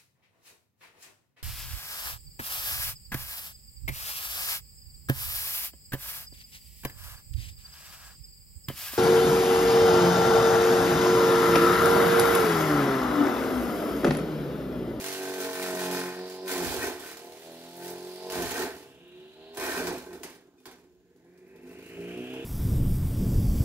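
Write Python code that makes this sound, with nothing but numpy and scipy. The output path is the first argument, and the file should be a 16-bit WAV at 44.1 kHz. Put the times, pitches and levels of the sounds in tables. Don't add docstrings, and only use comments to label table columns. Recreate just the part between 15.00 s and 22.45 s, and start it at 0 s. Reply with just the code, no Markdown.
import sys
import numpy as np
from scipy import signal
from scipy.fft import rfft, irfft, next_fast_len
from scipy.io import wavfile
from scipy.ndimage import uniform_filter1d, map_coordinates

SR = 44100
rng = np.random.default_rng(int(sys.argv[2]) if len(sys.argv) > 2 else 0)


def ratio_of_db(decibels):
    return 10 ** (np.asarray(decibels, float) / 20)


def store_pcm(level_fs):
    pcm = np.round(np.clip(level_fs, -1, 1) * 32767).astype(np.int16)
    wavfile.write(sys.argv[1], SR, np.atleast_2d(pcm).T)


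N = 328411
TICK = 64


def unit(x):
    return x / np.sqrt(np.mean(x ** 2) + 1e-20)


def noise():
    return rng.standard_normal((2, N))


def ticks():
    return np.arange(0, N + TICK, step=TICK) / SR


def full(control):
    return np.interp(np.arange(N) / SR, ticks(), control)


def curves(rows):
    seconds, *columns = np.transpose(rows)
    return [np.interp(ticks(), seconds, column) for column in columns]


def wobble(rate):
    knots = rng.standard_normal(int(N * rate / SR) + 4)
    return np.interp(ticks() * rate, np.arange(len(knots)), knots)


def along(points, hz):
    f, values = np.transpose(points)
    return np.interp(np.log(hz + 1), np.log(f + 1), values)


def filtered(x, response):
    m = next_fast_len(x.shape[-1] + SR // 2)
    spectrum = rfft(x, m) * response(np.fft.rfftfreq(m, 1 / SR))
    return irfft(spectrum, m)[..., :x.shape[-1]]


def ringing(modes, hz):
    total = 0
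    for k, (centre, width, db) in enumerate(modes):
        damping = 1j * hz * width
        total = total + (-1) ** k * ratio_of_db(db) * damping / (centre ** 2 - hz ** 2 + damping)
    return total


def power_sum(*levels_db):
    return 10 * np.log10(sum(ratio_of_db(2 * db) for db in levels_db))


def surges(rows, rise):
    t = ticks()
    levels_db = []
    for s, hold, db, fade in rows:
        rising = rise * np.maximum(s - t, 0)
        fading = fade * np.maximum(t - s - hold, 0)
        levels_db.append(db - rising - fading)
    return power_sum(*levels_db, -200)


# time in seconds, shaft speed in turns per second.
SHAFT_SPEED = [(0.0, 47.8), (0.77, 45.6), (1.02, 45.0), (1.48, 46.9), (1.62, 44.6), (1.92, 35.7),
               (2.34, 39.9), (2.74, 43.3), (3.3, 46.4), (3.4, 44.6), (3.76, 32.0), (4.55, 40.8),
               (4.64, 38.2), (5.0, 24.8), (5.51, 14.8), (5.78, 17.4), (6.7, 25.6), (7.45, 33.3)]


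def shaft_speed():
    return curves(SHAFT_SPEED)[0]


# time in seconds, hum in dB, rotor rocking in dB, blade mismatch in dB, frame shudder in dB,
# cage buzz in dB, upper hum in dB.
MOTOR_EFFORT = [(0, -36.5, 2.5, 2, -5, -9, -2), (.3, -34, -5.5, 0, 7, 3.5, -1),
                (.95, -33.5, 8.5, 4.5, -2.5, 0.5, 2.5), (1.3, -39.5, -0.5, -3, -10, -2, -0.5),
                (2.12, -47.5, 2.5, 3.5, -3, -2.5, 0.5), (2.45, -46.5, 4, -4, -2, -0.5, 2.5),
                (2.74, -45, 3, -2, 2.5, -8, 0.5), (2.9, -38.5, -1, 2, -9, 0, 0.5),
                (3.11, -42, -4, -3, -12, -7, -2), (3.3, -38.5, -1.5, -3.5, -24, -1, 0),
                (3.98, -56, 11, 5, -7, 2, 0.5), (4.17, -48.5, 10, -3, 3, 5.5, -2),
                (4.45, -49.5, 4, -6.5, 4, 1.5, 2), (5.58, -59, -9, 10.5, -3, -1, 1),
                (6.04, -59, 6, 7.5, 5, -2, -2.5), (6.62, -48.5, 8, -0.5, 1, 0, -1),
                (7.05, -38, 9.5, -0.5, -1.5, -1.5, -2), (7.45, -35.5, 3, 0, -9, 2.5, -3)]


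def motor_effort():
    return curves(MOTOR_EFFORT)


def drag():
    speed = shaft_speed()
    lag_s = 0.15
    keep = np.exp(-TICK / (lag_s * SR))
    slowing = np.maximum(-np.gradient(speed, ticks()) - 5, 0)
    braking = signal.lfilter([1 - keep], [1, -keep], slowing)
    labouring = np.maximum(30 - speed, 0) / 19
    return full(np.clip(0.045 + 0.038 * braking + labouring, 0, 0.8))


def blade_gate(turns, life_s, steady, scatter_db, weak_db):
    passes = (2 * turns).astype(int)
    since_s = (2 * turns - passes) / (2 * full(shaft_speed()))
    scatter = np.clip(rng.standard_normal(N // 100), -2, 1.6)
    second_blade = np.arange(N // 100) % 2
    size_db = scatter_db * scatter + weak_db * second_blade
    return steady + ratio_of_db(size_db)[passes] * np.exp(-since_s / life_s)


# time of full level in seconds, hold in seconds, crackle in dB, fade in dB per second,
# sheet-metal clatter against the crackle in dB.
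BITES = [(0, 0.071, -43, 92, -4), (0.1, 0.61, -46, 100, 3.5), (0.404, 0.034, -43, 200, 3),
         (0.56, 0.12, -46, 56, 8), (0.787, 0.046, -41, 81, 5), (0.938, 0.037, -41, 83, 7.5),
         (1.276, 0.048, -54.5, 150, 2.5), (1.499, 0.025, -38, 50, 3.5), (1.633, 0.1, -40, 64, -1.5),
         (1.821, 0.028, -39.5, 153, 8), (2.03, 0.087, -49, 197, 5), (2.19, 1.6, -57.5, 100, -10),
         (2.806, 0.083, -52.5, 112, 2.5), (3.349, 0.13, -41, 73, 4), (3.555, 0.078, -42, 185, 9),
         (4.621, 0.15, -40, 80, 9), (4.846, 0.04, -46.5, 128, 5), (4.93, 0.026, -55.5, 64, -11),
         (5.05, .1, -67, 100, -10), (5.584, 0.027, -74.5, 100, 0), (5.139, .01, -60, 240, 14.5),
         (5.242, .01, -54, 120, -10), (5.295, 0.053, -59, 308, 2), (5.676, 0.012, -61, 103, 4),
         (6.667, 0.34, -66, 30, 6.5), (1.046, 0.04, -56, 97, 16.5)]


def feed(extra_db):
    rows = []
    for (s, hold, db, fade, _), more in zip(BITES, extra_db):
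        rows.append((s, hold, db + more, fade))
    loose_chaff_db = motor_effort()[0] - 25.5
    return power_sum(surges(rows, 367), loose_chaff_db)


# frequency in Hz, width in Hz, level in dB.
HOUSING = [(79.2, 17.2, -5.5), (127, 12, -9.5), (178.1, 11.5, -0.5), (214.3, 8, -8), (254, 26, -2),
           (302, 27, -4.5), (358.1, 20.2, 3), (401.7, 26.7, 2), (467, 43, -1.5), (643, 37, -2),
           (700, 42, -1.5), (866, 36, -2.5), (1030, 40, -6)]


def housing(hz):
    return ringing(HOUSING, hz)


# frequency in Hz, width in Hz, level in dB.
SHEET = [(1024, 44, -3), (1252, 180, -9.5), (1483, 164, -2), (1557, 30, 6.5), (1794, 60, -1),
         (1876, 17, 1.5), (2250, 28, -5), (2496, 20.4, 1)]


def sheet_metal(hz):
    return ringing(SHEET, hz)


# frequency in Hz, time to fade by 60 dB in seconds.
SHED_FADE = [(200, 0.56), (2000, 0.42), (8000, 0.17), (16000, 0.037)]


def shed(pair, wet_db):
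    hz, t, z = signal.stft(pair[0], SR, nperseg=256)
    keep = ratio_of_db(-120 * t[1] / along(SHED_FADE, hz))
    power = np.array([signal.lfilter([0, 1 - k], [1, -k], p) for k, p in zip(keep, np.abs(z) ** 2)])
    fresh = signal.stft(rng.standard_normal(pair.shape), SR, nperseg=256)[2]
    lingering = unit(np.abs(fresh)) * np.exp(1j * np.angle(fresh)) * np.sqrt(power)
    tail = signal.istft(lingering, SR, nperseg=256)[1]
    return (pair + ratio_of_db(wet_db) * tail[:, :N]) / np.sqrt(1 + ratio_of_db(2 * wet_db))


# frequency in Hz, level in dB.
ROOM_TONE = [(1500, -30), (2500, 2), (5800, -4), (7200, 3), (8200, -21), (15000, -3.5)]


def room_tone():
    return ratio_of_db(-78.0) * unit(filtered(noise(), lambda hz: ratio_of_db(along(ROOM_TONE, hz))))


# time of full level in seconds, hold in seconds, buffet in dB, fade in dB per second.
PUFFS = [(0, 0.0075, -66, 250), (.5, .01, -75, 130), (.89, 0.16, -74, 70), (1.66, .02, -42.5, 140),
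         (1.79, 0.012, -45.5, 260), (3.36, .03, -51, 100), (3.45, .02, -43.5, 122), (3.56, .01, -56, 450),
         (3.85, .6, -76, 40), (4.62, .01, -66, 120), (4.85, .08, -66, 150), (5.8, .2, -79, 40),
         (6.95, .15, -67, 50), (7.4, .05, -70, 50)]
# frequency in Hz, level in dB per Hz.
BUFFET_TONE = [(13, -48), (22, -30), (41, -21), (59, -2), (100, -7), (140, -10), (180, -27), (310, -120)]


def gusts():
    buffet = unit(filtered(noise(), lambda hz: ratio_of_db(along(BUFFET_TONE, hz))))
    draught_db = motor_effort()[0] - 42 + 4 * wobble(9.8)
    still_air_db = -83
    level_db = power_sum(surges(PUFFS, 450), draught_db, still_air_db)
    left_right_db = np.array([[-7], [4.5]])
    return full(ratio_of_db(level_db)) * ratio_of_db(left_right_db) * buffet


# time in seconds, level in dB.
FAN_LEVEL = [(0, -63), (1.2, -51), (1.45, -52), (2.2, -64), (2.5, -56), (3, -56.5), (3.3, -49.5),
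             (3.85, -65), (4.2, -58), (4.55, -56), (5.3, -83), (5.9, -90.5), (6.3, -77), (6.7, -63),
             (7, -54), (7.12, -50.5), (7.25, -49.5), (7.45, -48)]
# cycles per shaft turn, level in dB.
VANES = [(25, -23), (40, -19), (60, -15.5), (80, -4), (108, -3.5), (114, -16), (125, -16), (160, -120)]
# frequency in Hz, level in dB.
COWL = [(500, -6), (1200, 3.5), (1600, 8.5), (2100, 0), (2700, 4), (3300, -3.5), (4500, -2), (6000, 7.5)]


def fan(turns):
    steps = 1024
    count = next_fast_len(int(turns[-1] * steps) + steps)
    order = np.fft.rfftfreq(count, 1 / steps)
    air = irfft(rfft(rng.standard_normal((2, count))) * ratio_of_db(along(VANES, order)), count)
    pair = np.array([map_coordinates(channel, [turns * steps], order=1) for channel in air])
    pair = unit(pair * (1 + 0.054 * np.sin(2 * np.pi * turns)))
    level_db = curves(FAN_LEVEL)[0] + wobble(11)
    return full(ratio_of_db(level_db)) * filtered(pair, lambda hz: ratio_of_db(along(COWL, hz)))


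# time in seconds, level in dB.
CLINKS = [
    (5.5815, -68),
    (5.7122, -63),
]
# frequency in Hz, level in dB, time to fade by 60 dB in seconds.
STEEL_PIN = [(2480, -4, 0.22), (3600, -5, .2), (4662, -6, .2), (5840, 4, .2), (7305, -6, .15),
             (8629, -6, .12)]


def clinks():
    out = np.zeros(N + SR)
    t = np.arange(SR // 4) / SR
    for s, db in CLINKS:
        start = round(s * SR)
        for hz, level_db, t60 in STEEL_PIN:
            waver_db = 3.0 * wobble(40)[:len(t) // TICK + 1].repeat(TICK)[:len(t)]
            tone_db = db + level_db + rng.normal(0, 2) - 60 * t / t60 + waver_db
            out[start:start + len(t)] += ratio_of_db(tone_db) * np.sin(2 * np.pi * hz * t)
    return out[:N] * [[1], [0.6]]


def clatter(turns):
    level_db = feed([row[-1] for row in BITES])
    level_db = uniform_filter1d(level_db, size=SR // 28 // TICK)
    passes = np.arange(1, int(2 * turns[-1]))
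    second_blade = passes % 2
    at = np.interp(passes / 2 + 0.012 * second_blade, turns, np.arange(N))
    at = at + 0.6 * rng.standard_normal(len(passes))
    size = ratio_of_db(1.3 * rng.standard_normal(len(passes)) - 6 * second_blade)
    whole, part = at.astype(int), at % 1
    blows = np.bincount(whole, size * (1 - part), N + 2)
    blows = blows + np.bincount(whole + 1, size * part, N + 2)

    def panels(hz):
        return sheet_metal(hz) * hz ** 4 / (hz ** 4 + 440.0 ** 4)

    regular = unit(filtered(blows[:N], panels)) * [[1], [0.6]]
    tearing = unit(filtered(blade_gate(turns, 0.0092, 0.21, 2.0, -0.81) * noise(), panels))
    share = np.clip(0.04 + drag(), 0, 1)
    return full(ratio_of_db(level_db - 5.0)) * (np.sqrt(1 - share) * regular + np.sqrt(share) * tearing)


# time in seconds, peak in dB, knock against the peak in dB.
SNAPS = [(0.6035, -34, -7), (0.626, -24, -4), (0.912, -23.5, -19), (0.9345, -26.5, -11),
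         (1.479, -22.5, -13), (1.996, -32, 0), (2.1698, -33.5, -14), (2.8787, -31.5, -8), (3.2998, -27, -6),
         (3.321, -25, 3), (3.51, -21, -8), (4.547, -38, -4), (4.572, -26, 7), (4.5984, -25, -11),
         (4.8703, -23, 7), (5.13, -38, 1), (5.233, -27, 0.5), (5.656, -34, 4), (5.7132, -42, -4),
         (6.1609, -59, -10), (4.535, -52, -10), (6.3759, -55, -6), (6.5595, -52, -6), (7.012, -50, -1),
         (7.0454, -53, -1), (7.0825, -50, -6), (7.1167, -59, -6), (7.1771, -61, -8), (7.2669, -55, -3),
         (7.3367, -42, 10)]
# time in seconds, peak in dB.
GRAZES = [(0.409, -32), (0.7574, -31), (0.9804, -39), (1.8282, -31), (1.8552, -40), (2.0218, -47),
          (2.0497, -51), (2.4089, -48), (2.7656, -36), (2.7884, -42), (2.8104, -43), (2.8335, -37),
          (2.8564, -32), (2.9018, -30), (2.9244, -37), (3.0056, -49), (3.028, -48), (3.05, -49),
          (3.0724, -47), (3.0944, -46), (3.1168, -46), (3.1384, -45), (4.0791, -56), (5.0469, -53),
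          (5.1726, -50), (6.4767, -60), (6.6233, -57), (6.7226, -50), (6.8867, -46)]
# frequency in Hz, level in dB.
CRACKLE_TONE = [(300, -33), (700, -13), (1000, -1.5), (2000, 2), (3100, 1), (4300, 1.5), (8000, -2.5),
                (12600, -2), (14900, -6), (16000, -3)]
# frequency in Hz, level in dB.
KNOCK_TONE = [(150, -24), (230, -28), (300, 10), (520, -6), (900, 6.5), (1300, 4), (2500, -22)]


def cutting(turns):
    gate = blade_gate(turns, 0.003, 0.36, 3.4, -6)
    fibres = ratio_of_db(4.1 * np.minimum(rng.exponential(size=N), 4.5))
    crackle = full(ratio_of_db(feed(np.zeros(len(BITES))) + 6.5)) * unit(gate * fibres * noise())

    t = np.arange(SR // 10) / SR
    knocks = np.zeros(N)
    snaps = np.zeros((2, N + len(t)))
    for s, db, knock_db in SNAPS:
        start = round(s * SR)
        slow_part = ratio_of_db(db - 3.5 - 60 * t / 0.046)
        sharp_part = ratio_of_db(db - 10.5 - 60 * t / 0.0047)
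        snaps[:, start:start + len(t)] += (slow_part + sharp_part) * rng.standard_normal((2, len(t)))
        knocks[start] = ratio_of_db(db + knock_db + 29)
    for s, db in GRAZES:
        start = round(s * SR)
        scrape = np.diff(rng.standard_normal((2, len(t) + 2)), 2)
        snaps[:, start:start + len(t)] += ratio_of_db(db - 7 - 60 * t / 0.045) * scrape

    def struck(hz):
        clang = ratio_of_db(-6.5) * sheet_metal(hz)
        return housing(hz) * ratio_of_db(along(KNOCK_TONE, hz)) + clang

    thud = filtered(knocks, struck) * [[1], [0.3]]
    return filtered(crackle + snaps[:, :N], lambda hz: ratio_of_db(along(CRACKLE_TONE, hz))) + thud


# time of full level in seconds, hold in seconds, hum in dB, fade in dB per second,
# rocking of the low orders in dB.
HEAVES = [(0.295, 0.042, -40.5, 37, 6), (0.684, .12, -35, 32, -5), (1.44, .03, -41, 60, -3),
          (1.523, .11, -33.5, 92, 4.5), (1.727, .03, -33, 150, -3), (1.836, 0.072, -32, 123, -7),
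          (2.83, .12, -44, 70, -4), (3.362, .08, -33, 90, 0), (3.516, 0.0089, -35.5, 200, 2),
          (3.587, 0.081, -31, 170, -4.5), (3.757, 0.018, -48, 53, 5.5), (4.628, .04, -32.5, 40, -12),
          (4.694, 0.018, -33, 90, -13), (4.79, 0.093, -33, 87, 4), (5.135, 0.018, -42, 108, -8),
          (5.245, .01, -49, 94, -4), (5.353, .02, -53, 143, -2), (5.467, 0.047, -64, 96, 6),
          (5.677, .01, -50.5, 100, -10), (6.69, 0.035, -46.5, 42, -7), (7.086, 0.024, -38, 63, -13)]
# shaft order (cycles per turn), level in dB.
ROTOR = [(2, -3), (3, 2.5), (4, 3.5), (5, -3.5), (6, 8.5), (7, -1), (8, 8.5), (9, 1), (10, 8.5), (11, -9),
         (12, 8), (13, -9), (14, 8), (15, -6), (16, 6.5), (17, -3.5), (18, 4.5), (19, 2.5), (20, 4.5),
         (21, -14), (22, 2.5), (23, 3), (24, -13), (25, -2.5), (26, -4)]
# frequency in Hz, level in dB.
PUSH_TONE = [(50, -7.5), (90, -10), (130, -3), (300, -2.5), (1200, -5.5), (2000, -16), (3500, -44)]


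def hum(turns):
    free_db, fourth_db, odd_db, sixth_db, tenth_db, bright_db = motor_effort()
    heave_rise = 218
    heave_db = surges([row[:-1] for row in HEAVES], heave_rise)
    rocked_db = surges([(s, hold, db + rock, fade) for s, hold, db, fade, rock in HEAVES], heave_rise)
    level_db = power_sum(free_db, heave_db)
    fourth_db = power_sum(free_db + fourth_db, rocked_db) - level_db
    sixth_db = power_sum(free_db + sixth_db, rocked_db) - level_db
    level_db = level_db + 1.5 * wobble(14)
    speed = shaft_speed()
    upper_db = 0.31 * (speed - 38.7) + bright_db

    lines = np.zeros(N)
    flicker = [wobble(15) for _ in range(4)]
    low_orders_db = {4: fourth_db, 6: sixth_db, 10: tenth_db}
    for order, db in ROTOR:
        above_517_hz_db = upper_db / (1 + (517 / (order * speed)) ** 8)
        load_db = low_orders_db.get(order, above_517_hz_db)
        waver_db = 3 * wobble(4) + 2.5 * flicker[order % 4]
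        size = ratio_of_db(db + load_db + odd_db * (order % 2) + waver_db)
        drift = -0.06 * (order - 8) ** 2 + 0.9 * full(wobble(3))
        lines += full(size) * np.cos(2 * np.pi * order * turns + drift)
    lines = filtered(lines, lambda hz: np.abs(housing(hz)) ** 1.28 * ratio_of_db(along(PUSH_TONE, hz)))
    lines /= np.sqrt(np.abs(uniform_filter1d(lines ** 2, size=SR // 6)))

    rough = blade_gate(turns, 0.01, 0.84, 3.4, -7.5) * noise()
    rough = unit(filtered(rough, lambda hz: housing(hz) * ratio_of_db(along(PUSH_TONE, hz))))
    upper = filtered(rough, lambda hz: hz ** 8 / (hz ** 8 + 470.0 ** 8))
    lower = filtered(rough, lambda hz: (110 < hz) & (hz < 235))
    rough += full(ratio_of_db(1.25 * upper_db) - 1) * upper + full(ratio_of_db(fourth_db - 7.0) - 1) * lower
    share = drag()
    mixed = np.sqrt(1 - share) * lines * [[1], [0.4]] + np.sqrt(share) * rough
    return full(ratio_of_db(level_db - 1.5)) * mixed


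# frequency in Hz, left-right likeness from 0 to 1.
ALIKE = [(100, 1), (200, 0.92), (350, 0.98), (700, 0.91), (1400, 0.64), (2500, 0.77), (4000, 0.054),
         (16000, 0)]
# frequency in Hz, left minus right in dB.
LEAN = [(60, 1), (110, -1), (200, -2.5), (380, -2), (700, -2.5), (1290, -2.5), (2380, 1), (4400, -4),
        (8120, -6), (15000, 2.5)]


def ports(pair):
    def mid_side(hz):
        angle = np.arccos(np.clip(along(ALIKE, hz), -1, 1)) / 2
        return np.array([np.cos(angle), np.sin(angle)])

    def place(hz):
        half = np.array([[0.5], [-0.5]])
        delay_s = half * 4.26 / SR
        return ratio_of_db(half * along(LEAN, hz)) * np.exp(-2j * np.pi * hz * delay_s)

    mid, side = filtered(pair, mid_side)
    return filtered(np.array([mid + side, mid - side]), place)


def scene():
    turns = np.cumsum(full(shaft_speed())) / SR
    machine = fan(turns) + shed(clatter(turns) + clinks(), -6.5)
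    machine = machine + shed(cutting(turns), 2.5) + hum(turns)
    return room_tone() + gusts() + ports(machine)


def low_pass(x):
    return signal.sosfilt(signal.butter(12, 16720, fs=SR, output="sos"), x)


def record(dry):
    rounded = dry / (1 + np.abs(dry / 0.13) ** 4) ** 0.25
    finished = filtered(rounded, lambda hz: hz < 15700)
    return low_pass(finished)


dry = scene()
out = record(dry)
store_pcm(out)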